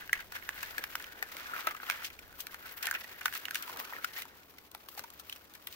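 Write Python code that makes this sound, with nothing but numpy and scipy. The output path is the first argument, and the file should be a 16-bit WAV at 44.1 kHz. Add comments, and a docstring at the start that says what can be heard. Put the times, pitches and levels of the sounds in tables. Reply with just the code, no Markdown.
"""Thin ice sheets crack as they drift against a rocky shore, close by on a calm day.
Edges snap in bursts of micro-fractures; the floating plates knock and ring briefly, damped by water.
Between snaps the sheets grind in swells of tiny fractures, and a large floe bumps the rocks.
Boulders return a short echo. Water stirs under the ice, over a faint hush and a low rumble of air."""
import sys
import numpy as np
from scipy import signal
from scipy.fft import rfft, irfft, next_fast_len
from scipy.io import wavfile

SR = 44100
rng = np.random.default_rng(int(sys.argv[2]) if len(sys.argv) > 2 else 0)


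def waveform_to_disk(signal):
    """Save audio, clipped to [-1, 1], as 16-bit WAV at the path in sys.argv[1]."""
    frames = np.transpose(np.atleast_2d(signal))
    scaled = np.clip(frames, -1, 1) * 32767
    samples = np.round(scaled).astype(np.int16)
    wavfile.write(sys.argv[1], SR, samples)


N = 253575

# main ring of the rubbing plates: t/s, f/Hz
PLATE_PITCH = [(0, 1655), (.7, 1640), (1.2, 1540), (1.55, 1323), (1.75, 1370), (2.0, 1556), (2.5, 1335),
               (2.95, 1626), (3.5, 1623), (3.72, 1090), (3.92, 1256), (4.15, 1816), (4.6, 1210),
               (5.75, 1150)]
# phase lead of left over right: f/Hz, lead/rad
LEFT_LEAD = [(100, 0.35), (700, 0.34), (1400, 0.59), (2100, 1.66), (3000, 2.22), (6000, 2.37)]


def cracks(ring_gain_db=-2, upper_db=-8, knock_gain_db=-1, snap_gain_db=-1, grain_db=2.5,
           tear_ratio=0.65, rise_ratio=0.29, max_cycles=8, lead_rad_per_db=0.22):
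    """An edge strains, then tears in a burst of micro-fractures; the plate knocks and rings."""
    # breaks: t/s, ring/dB, ring/Hz, ring decay/s, knock/dB, edge/dB, edge decay/s, left-right/dB
    breaks = [(0.094, -27, 1610, 0.0024, -37, -52, .0034, 3),
              (0.1303, -13, 1970, 0.0018, -18.5, -23.5, 0.0012, -7),
              (0.135, -29, 1696, 0.0057, -33.5, -49, 0.0019, 18),
              (0.1743, -37, 1880, 0.0025, -42, -51, .0068, 0),
              (0.2037, -47, 1970, 0.0066, -39, -45.5, 0.0042, -1),
              (0.3204, -36.5, 1500, 0.0045, -38.5, -41, 0.0033, 9),
              (0.363, -36, 1640, .005, -44, -47, .0043, 6),
              (0.4245, -36, 2140, 0.0017, -52, -59, .0008, -15),
              (0.4909, -17.5, 1730, 0.00089, -28, -30, .0009, -4.5),
              (0.6288, -29, 1735, 0.0046, -33, -34.5, 0.0033, 6),
              (0.7806, -23.5, 1665, 0.0036, -37, -31, 0.0023, 4.5),
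              (0.839, -28, 1700, 0.002, -25.5, -31, .0013, 2),
              (0.954, -17, 1410, 0.00079, -25, -27.5, 0.0013, -0.5),
              (0.9981, -43, 1490, 0.0091, -40, -39, .0009, 4),
              (1.0414, -44, 2510, 0.0034, -36.5, -43, .0016, -10),
              (1.2257, -21, 1810, 0.0024, -31, -34, 0.0025, 8),
              (1.3676, -36, 2150, 0.0022, -40, -34, 0.0011, -9),
              (1.5345, -27.5, 1376, 0.0045, -50, -57, .005, 5),
              (1.5427, -36, 1338, .0065, -47, -57, .005, 4),
              (1.6697, -19, 1294, .0052, -25.5, -29, 0.0024, 5),
              (1.7077, -37, 1197, 0.0083, -36, -45, 0.0063, 10),
              (1.7475, -34.5, 1270, 0.005, -40, -44, .0011, 5),
              (1.8008, -32, 1560, 0.002, -47, -61, .002, 2),
              (1.8304, -37.5, 1350, 0.0045, -36, -62, 0.0039, 7),
              (1.8863, -33, 1350, .0046, -48, -51, .005, 3),
              (1.8990, -19.5, 1510, 0.0021, -19, -25, .0014, -1),
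              (1.9098, -26.5, 2260, 0.0019, -43, -35, 0.0019, -8),
              (2.0448, -40, 2980, 0.0042, -36, -38.5, 0.006, 14),
              (2.1895, -46, 2420, 0.002, -40, -53, 0.0056, -12),
              (2.403, -39, 2900, 0.004, -56, -34, 0.005, 9),
              (2.4685, -39.5, 2350, 0.0023, -36, -31, 0.00087, -7),
              (2.5425, -41, 1386, 0.0056, -38, -42.5, 0.0031, 7),
              (2.826, -40, 2680, .0082, -34, -32, 0.0053, 3),
              (2.8558, -28, 3270, .0019, -34, -31, .0015, 6),
              (2.869, -28, 1500, 0.0028, -24, -26.5, 0.0016, 1),
              (2.876, -26, 1820, 0.0042, -40, -41, .0008, -5),
              (2.887, -28, 1550, 0.0018, -43, -41, .0008, -5),
              (2.9117, -20.5, 1597, 0.0026, -40, -23, 0.00061, -3),
              (2.9271, -28, 1550, 0.002, -40, -52, .0008, -5),
              (2.9402, -35, 1420, .0048, -39, -37, 0.0021, -2),
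              (3.042, -39, 1920, 0.0068, -52, -44.5, 0.002, -8),
              (3.2095, -42, 1520, 0.0098, -37, -43, 0.0035, 17),
              (3.2569, -16.5, 1504, 0.0027, -17.5, -21, 0.0011, -2),
              (3.2798, -30, 1460, 0.0031, -30, -39, .0015, -5),
              (3.3259, -30, 1770, 0.00084, -35.5, -44, .004, -10),
              (3.3378, -34, 1550, 0.0028, -34, -33, 0.00083, 6),
              (3.351, -50, 1650, 0.0094, -36, -30, 0.0011, 3),
              (3.4533, -28, 2880, 0.0022, -29.5, -34, .0018, -4),
              (3.483, -31.5, 1780, 0.0013, -29, -56, 0.0011, -10),
              (3.5087, -28.5, 1630, 0.0022, -36, -30.5, 0.00097, -3),
              (3.5456, -35, 2800, 0.0026, -27, -32, 0.0024, 6),
              (3.5543, -31, 2800, 0.0052, -26.5, -28, 0.0019, -4),
              (3.624, -51, 3040, 0.019, -43, -32, 0.0021, 5),
              (3.677, -38.5, 1000, .0036, -42, -47, .0019, -8),
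              (3.6957, -33, 1040, .003, -43, -60, .005, -5),
              (3.771, -41.5, 1585, .0078, -45, -38, 0.0021, 6),
              (3.925, -30.5, 970, 0.0015, -45, -56, .0029, -1.5),
              (3.9336, -30.5, 1860, 0.003, -51, -64, .005, 3),
              (3.9646, -32, 1810, .0024, -55, -63, .005, 4),
              (4.0442, -21.5, 1444, 0.0033, -28, -31, 0.003, 8),
              (4.22, -38, 2080, 0.0039, -40, -35.5, 0.0027, -9),
              (4.253, -43, 920, .0031, -48, -46, .0018, 0),
              (4.5834, -43, 2060, 0.0037, -48, -47.5, 0.0034, 2),
              (4.7484, -39.5, 850, 0.0033, -39, -36.5, 0.0015, -2),
              (4.8857, -44, 1110, 0.0027, -44, -40.5, 0.0039, -2),
              (4.9754, -39.5, 818, 0.0048, -44.5, -41.5, 0.0045, -3),
              (4.993, -36, 1210, 0.002, -34.5, -31.5, 0.0014, -8),
              (5.0379, -41, 940, 0.0068, -45, -42.5, 0.0027, 3),
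              (5.1951, -48.5, 1370, 0.0064, -57, -42, .0059, 9),
              (5.2967, -31, 2960, 0.00088, -37, -35, 0.0013, -2),
              (5.3258, -29.5, 3140, 0.0015, -35, -41, 0.0037, -0.5),
              (5.3605, -49, 2640, 0.0053, -56, -46.5, .0037, -5),
              (5.55, -51, 1750, 0.011, -50.5, -46, 0.0046, 7),
              (5.6711, -44, 1980, 0.0049, -41, -29.5, 0.0013, -28),
              (5.726, -51, 3050, .0069, -61, -37, 0.001, -6)]
    # spectra of plate knock, edge snap and edge sizzle: f/Hz, level/dB
    knock_spectrum = [(60, -82), (200, -77), (450, -16), (750, -4.5), (1050, -4.5), (1400, 1.5),
                      (2000, 1.5), (2800, -1), (3800, -14), (6000, -17.5), (12000, -50)]
    snap_spectrum = [(150, -66), (800, -8), (2000, -16), (3100, 1.5), (4200, 3), (5200, -0.5), (6100, 2.5),
                     (7200, -4), (9000, -3), (12000, -18), (16000, -30)]
    sizzle_spectrum = [(500, -62), (3000, -38), (7000, -13), (9000, -6.5), (10500, 3.5), (11800, 4),
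                       (13000, 9.5), (15000, 10), (16000, -1)]
    out, pre_s = np.zeros((2, N)), 0.006
    clock = np.arange(3000) / SR - pre_s
    t = np.maximum(clock, 0)
    # first crystals give way before the break, crumbs fall after it
    crumbs = amp(-16) * np.exp(-abs(clock) / 0.0013) + amp(-23) * strike(t, 0.0056, 0.0027)
    median_hz = np.median(np.array(breaks)[:, 2])
    for at_s, ring_db, hz, decay_s, knock_db, edge_db, edge_s, pan_db in breaks + chips():
        decay_s, edge_s = max(decay_s, 5e-4), max(edge_s, 5e-4)
        burst = rng.standard_normal((3, 2, len(t))) * amp(grain_db * rng.standard_normal(len(t)))
        # smaller plates knock higher as well as ringing higher
        knock_shape = [(f * (hz / median_hz) ** 0.26, db) for f, db in knock_spectrum]
        knock_env = strike(t, tear_ratio * decay_s, rise_ratio * decay_s) + crumbs
        knock = colour(burst[0] * knock_env, knock_shape)
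        life_s = min(decay_s, max_cycles / hz)  # water damping
        rise_s = rise_ratio * life_s
        lead_rad = at_hz(LEFT_LEAD, hz) + lead_rad_per_db * pan_db  # nearer side first
        upper_hz = hz * rng.uniform(1.064, 1.445)
        modes = ring(t, hz, life_s, lead_rad, rise_s)
        modes += amp(upper_db) * ring(t, upper_hz, tear_ratio * life_s, lead_rad, rise_s)
        pan = amp([[pan_db / 2], [-pan_db / 2]])
        plate = set_energy(radiate(modes, hz) * pan, ring_db + ring_gain_db, decay_s)
        plate += set_energy(radiate(knock, hz), knock_db + knock_gain_db, decay_s)
        shift = np.exp(rng.uniform(-0.1, 0.1))  # edge size sets its colour
        snap_shape = [(f * shift, db) for f, db in snap_spectrum]
        tear_env = strike(t, edge_s, rise_ratio * edge_s) + crumbs
        snap = set_energy(colour(burst[1] * tear_env, snap_shape), edge_db + snap_gain_db, edge_s)
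        sizzle = set_energy(colour(burst[2] * tear_env, sizzle_spectrum), edge_db, edge_s)
        add(out, at_s - pre_s, plate + snap + sizzle)
    return out


def chips(count=48, spread_db=4, scatter=0.264, decay_s=0.0046, edge_s=0.0017, width_db=5):
    """Small random breaks, stronger where the ice grinds harder; returns rows for cracks()."""
    times_s = (np.arange(count) + rng.random(count)) / count * (N - 1) / SR
    draws = np.clip(rng.standard_normal((count, 5)), -2, 2)
    grind_db, plate_hz = 20 * np.log10(scrape_gain("grind")), curve(PLATE_PITCH)
    rows = []
    for at_s, (size, sharpness, pitch, life, side) in zip(times_s, draws):
        at = int(at_s * SR)
        ring_db = grind_db[at] + 7 + spread_db * size
        edge_db = -49 + 0.13 * (grind_db[at] + 53) + spread_db * sharpness
        hz = 1.2 * plate_hz[at] * np.exp(scatter * pitch)
        stretch = np.exp(scatter * life)
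        rows.append((at_s, ring_db, hz, decay_s * stretch, ring_db - 1,
                     edge_db, edge_s * stretch, width_db * side))
    return rows


def ring(t, hz, decay_s, lead_rad, rise_s=0.00079):
    """One water-damped bending mode of a plate, in stereo."""
    return np.sin(2 * np.pi * hz * t - np.array([[0], [lead_rad]])) * strike(t, decay_s, rise_s)


def radiate(x, ring_hz):
    """A small plate radiates little below its ring: air slips round its edges."""
    cutoff_hz = min(0.52 * ring_hz, SR / 4)
    return signal.sosfilt(signal.butter(3, cutoff_hz, "high", fs=SR, output="sos"), x)


def floe_bumps(lead_rad=0.62):
    """A large floe hits the rocks and answers with low, hollow modes."""
    # impacts: t/s, level/dB, pitch ratio
    impacts = [(1.2261, -38, 1.3), (1.352, -46, 0.96), (1.6712, -33, 1.046), (1.831, -53, 0.77)]
    # floe modes at pitch ratio 1: f/Hz, level/dB, decay/s
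    modes = [(337, -9, 0.0087), (604, 1.5, 0.0068), (1140, -1, 0.006)]
    out, t = np.zeros((2, N)), np.arange(3000) / SR
    for at_s, db, pitch in impacts:
        for hz, mode_db, decay_s in modes:
            add(out, at_s, amp(db + mode_db) * ring(t, hz * pitch, decay_s, lead_rad))
    return out


def grinding(plates_db=-3, fizz_db=-1):
    """Sheets rub in uneven slips: dull fractures, clinking plates, crumbling edges, fine fizz."""
    # spectra of the three fracture layers: f/Hz, level/dB
    grind_spectrum = [(150, -42), (500, -8), (900, -1.5), (1400, 2.5), (2000, 4), (2900, -1), (4000, -10.5),
                      (6000, -32), (10000, -43)]
    crumble_spectrum = [(800, -19), (2000, 3), (3000, 4), (4500, 2), (6000, -1), (7200, -5), (9000, -8.5),
                        (12000, -11), (16000, -32)]
    fizz_spectrum = [(3000, -52), (7000, -7.5), (9000, -9), (10500, 0.5), (11800, 4.5), (13000, 9.5),
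                     (14300, 10), (15700, 11), (16200, -15)]
    slip = stick_slip(depth_db=2.8, rate_hz=39)
    grind = unit_rms(colour(clicks(per_s=1100, spread_db=2.35) * slip, grind_spectrum))
    crumble = unit_rms(colour(clicks(1800, 1.53) * slip * stick_slip(2.2, 180), crumble_spectrum))
    fizz = unit_rms(colour(clicks(6000, 3.7) * slip * stick_slip(2.9, 250), fizz_spectrum))
    plates = amp(plates_db) * scrape_gain("grind") * (grind + clinks())
    crumble *= scrape_gain("crumble", base_db=-57, db_per_db=0.62)
    fizz *= amp(fizz_db) * scrape_gain("fizz", base_db=-56, db_per_db=0.63)
    return plates + crumble + fizz


def clinks(plates=24, scatter=0.13, decay_s=0.0038, rise_s=0.00016, lead_rad=2.04):
    """Small contacts ring many plates, pitched around the main ring."""
    out, t = np.zeros((2, N)), np.arange(1200) / SR
    hits = clicks(per_s=330, spread_db=3.5)[0]
    struck_plate = rng.integers(0, plates, N)
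    main_phasor = np.exp(2j * np.pi * np.cumsum(curve(PLATE_PITCH)) / SR)
    spread_hz = scatter * np.mean(PLATE_PITCH, 0)[1]
    for plate, (detune, life, side) in enumerate(rng.standard_normal((plates, 3))):
        envelope = np.exp(-t / (decay_s * amp(3 * life))) * (1 - np.exp(-t / rise_s))
        mode = np.exp(2j * np.pi * spread_hz * detune * t) * envelope
        stereo = np.exp(-1j * np.array([[0], [lead_rad + 0.5 * side]]))
        for at in np.flatnonzero((struck_plate == plate) & (hits != 0)):
            carrier = main_phasor[at:at + len(t)] / main_phasor[at]
            add(out, at / SR, (hits[at] * stereo * carrier * mode[:len(carrier)]).imag)
    return unit_rms(out) * amp([[1], [-1]])


def stick_slip(depth_db, rate_hz):
    """Sticking and slipping: a gain that wanders at up to about rate_hz."""
    lowpass = np.exp(-(np.fft.rfftfreq(N, 1 / SR) / rate_hz) ** 2)
    wander = irfft(rfft(rng.standard_normal(N)) * lowpass, N)
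    return amp(depth_db * unit_rms(wander))


def scrape_gain(layer, base_db=-53, db_per_db=1):
    """Gain of one grinding layer: steady pressure plus sheets sliding along each other."""
    # slides: centre/s, length/s, grind/dB, crumble/dB, fizz/dB
    slides = [(0.011, 0.081, -47.5, -53, -54.5), (0.178, .08, -44.5, -56.5, -59),
              (0.352, 0.048, -44.5, -51.5, -51), (0.642, 0.095, -49, -48, -51),
              (1.453, 0.12, -46, -50, -52), (1.591, 0.16, -43, -53, -52), (1.678, 0.065, -41, -61, -52.5),
              (1.952, 0.19, -44.5, -52.5, -56), (2.06, 0.039, -62, -42, -48),
              (2.399, 0.072, -61, -54.5, -48), (2.647, 0.056, -51, -66, -56), (2.774, 0.14, -52, -59, -49),
              (2.868, 0.087, -43, -54, -56), (2.957, 0.046, -40.5, -52, -54), (3.012, 0.026, -48, -53, -50),
              (3.296, 0.074, -51, -53, -48), (3.363, 0.059, -49.5, -46.5, -44),
              (3.575, 0.12, -50, -47, -47.5), (3.71, .08, -48.5, -48, -48), (3.8, 0.031, -45.5, -49.5, -48),
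              (3.93, 0.29, -52.5, -58, -58), (4.176, 0.066, -43.5, -45.5, -44),
              (4.933, 0.076, -66, -60, -51), (4.991, 0.063, -54.5, -54.5, -53), (5.293, .11, -63, -61, -58),
              (5.74, 0.069, -61, -51.5, -54)]
    column = {"grind": 2, "crumble": 3, "fizz": 4}[layer]
    return pressure_gain(base_db, db_per_db, np.array(slides)[:, [0, 1, column]])


def pressure_gain(base_db, db_per_db, swells, ref_db=-53, fall_ratio=1.09):
    """Gain that follows the ice pressure, plus swells that fall a little slower than they rise."""
    # pressure between the sheets, as steady grinding: t/s, level/dB
    pressure = [(0, -63), (.27, -60), (.55, -50), (.8, -50), (1.1, -52.5), (1.33, -51.5), (1.5, -48.5),
                (1.95, -54.5), (2.22, -61), (2.5, -56), (2.95, -51.5), (3.1, -53), (3.45, -53),
                (3.9, -51.5), (4.3, -60), (4.55, -69), (5.0, -61.5), (5.75, -65)]
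    power = amp(base_db + db_per_db * (curve(pressure) - ref_db)) ** 2
    for centre_s, length_s, db in swells:
        offset = 2 * (np.arange(N) / SR - centre_s) / length_s
        skewed = np.where(offset < 0, offset, offset / fall_ratio)
        power += amp(db) ** 2 * np.exp(-np.minimum(2 * skewed ** 2, 60))
    return np.sqrt(power)


def shore_echo(x, wet_db=-14, t60_s=0.071, taps_per_s=2000, delay_s=0.004):
    """Nearby boulders scatter a faint, short echo."""
    t = np.arange(SR // 4) / SR
    signs = rng.choice([-1, 1], (2, len(t)))
    taps = signs * (rng.random((2, len(t))) < taps_per_s / SR) * (t > delay_s)
    tail = taps * amp(-60 * t / t60_s)
    return amp(wet_db) * signal.fftconvolve(x, tail / np.linalg.norm(tail[0]), axes=1)[:, :N]


def water(gain_db=-2):
    """Soft low pats of water under the moving ice."""
    # pat spectrum: f/Hz, level/dB
    spectrum = [(60, -27.5), (200, -4.5), (400, 0.5), (750, -3), (1100, -6), (2000, -48), (5000, -45)]
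    # laps: centre/s, length/s, level/dB
    laps = [(0.795, 0.042, -51), (1.184, 0.082, -56), (1.588, 0.21, -59), (3.758, .13, -52.5),
            (3.97, 0.047, -53.5), (4.998, .08, -58)]
    pats = unit_rms(colour(clicks(per_s=1200, spread_db=3.2), spectrum))
    return amp(gain_db) * pressure_gain(base_db=-60.5, db_per_db=0.26, swells=laps) * pats


def hush(hush_db=-66, air_gain_db=1):
    """Distant outdoor hush and the rumble of slowly moving air."""
    # hush and rumble spectra: f/Hz, level/dB
    hush_spectrum = [(20, -12), (50, -6), (62, 0.5), (71, 6.5), (85, 0.5), (130, -5.5), (300, -3),
                     (500, -11.5), (1200, -10), (3000, -25.5), (9000, -28), (14000, -37)]
    rumble_spectrum = [(15, 0), (50, -2.5), (72, 0.5), (110, -6.5), (200, -10.5), (600, -51)]
    # air movement: t/s, level/dB
    air = [(0, -65.5), (.83, -65.5), (1.4, -75), (2.27, -66), (3.15, -77), (5.75, -95)]
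    distant = unit_rms(colour(rng.standard_normal((2, N)), hush_spectrum))
    rumble = unit_rms(colour(rng.standard_normal((2, N)), rumble_spectrum))
    return amp(hush_db) * distant + amp(curve(air) + air_gain_db) * rumble


def colour(pair, spectrum):
    """Gives two independent signals a minimum-phase spectrum and the shared stereo image."""
    # stereo balance: f/Hz, left-right/dB
    balance = [(60, 0.5), (300, -1.5), (900, -0.5), (1450, 3.5), (1900, -1.5), (2400, -8.5), (3200, 0.5),
               (4000, 2), (5000, 2.5), (6000, -2.5), (7500, 9.5), (10500, 6.5), (13000, 13), (16000, 13)]
    # left-right likeness: f/Hz, coherence
    likeness = [(30, 0.26), (130, 0.83), (400, 0.67), (900, 0.51), (2000, 0.53), (4000, 0.15),
                (9000, 0.042)]
    size = next_fast_len(pair.shape[1] // 2 + 1) * 2
    hz = np.fft.rfftfreq(size, 1 / SR)
    left, other = rfft(pair, size)
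    coherence = np.clip(at_hz(likeness, hz), 0, 1)
    right = (coherence * left + np.sqrt(1 - coherence ** 2) * other) * np.exp(-1j * at_hz(LEFT_LEAD, hz))
    log_gain = np.log(amp(at_hz(spectrum, hz)))
    phase = -signal.hilbert(np.r_[log_gain, log_gain[-2:0:-1]]).imag[:len(hz)]
    pan = amp(np.outer([0.5, -0.5], at_hz(balance, hz)))
    pan /= np.sqrt((pan ** 2).mean(0))
    return irfft(np.array([left, right]) * np.exp(log_gain + 1j * phase) * pan, size)[:, :pair.shape[1]]


def clicks(per_s, spread_db):
    """Two random trains of tiny clicks, a few much larger than the rest."""
    size = amp(spread_db * np.minimum(rng.exponential(1, (2, N)), 4.17))
    return size * rng.choice([-1, 1], (2, N)) * (rng.random((2, N)) < per_s / SR)


def strike(t, decay_s, rise_s):
    """Quick rise, exponential fall."""
    return np.exp(-t / decay_s) * (1 - np.exp(-(t / rise_s) ** 2))


def set_energy(sound, db, decay_s):
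    """Scales to the energy of an exponential fall that starts at db."""
    return amp(db) * sound * np.sqrt(decay_s * SR / np.sum(sound ** 2))


def amp(db):
    """Decibels to gain."""
    return 10 ** (np.asarray(db) / 20)


def unit_rms(x):
    """Scales to rms 1."""
    return x / np.sqrt(np.mean(x ** 2) + 1e-20)


def at_hz(points, hz):
    """Interpolates (f/Hz, value) rows on a log-frequency axis."""
    f, value = np.transpose(points)
    return np.interp(np.log(hz + 1), np.log(f), value)


def curve(points):
    """Interpolates (t/s, value) rows at every sample."""
    return np.interp(np.arange(N) / SR, *np.transpose(points))


def add(mix, at_s, sound):
    """Mixes in a stereo sound at at_s."""
    part = mix[:, max(round(at_s * SR), 0):][:, :sound.shape[1]]
    part += sound[:, :part.shape[1]]


def scene():
    """Ice and its echo, over water and hush."""
    ice = cracks() + floe_bumps() + grinding()
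    return ice + shore_echo(ice) + water() + hush()


def record(dry):
    """Steep low-pass at 16.25 kHz."""
    lowpass = signal.firwin(301, 16250, window=("kaiser", 8), fs=SR)
    return signal.oaconvolve(dry, lowpass[None], "same")


dry = scene()
out = record(dry)
waveform_to_disk(out)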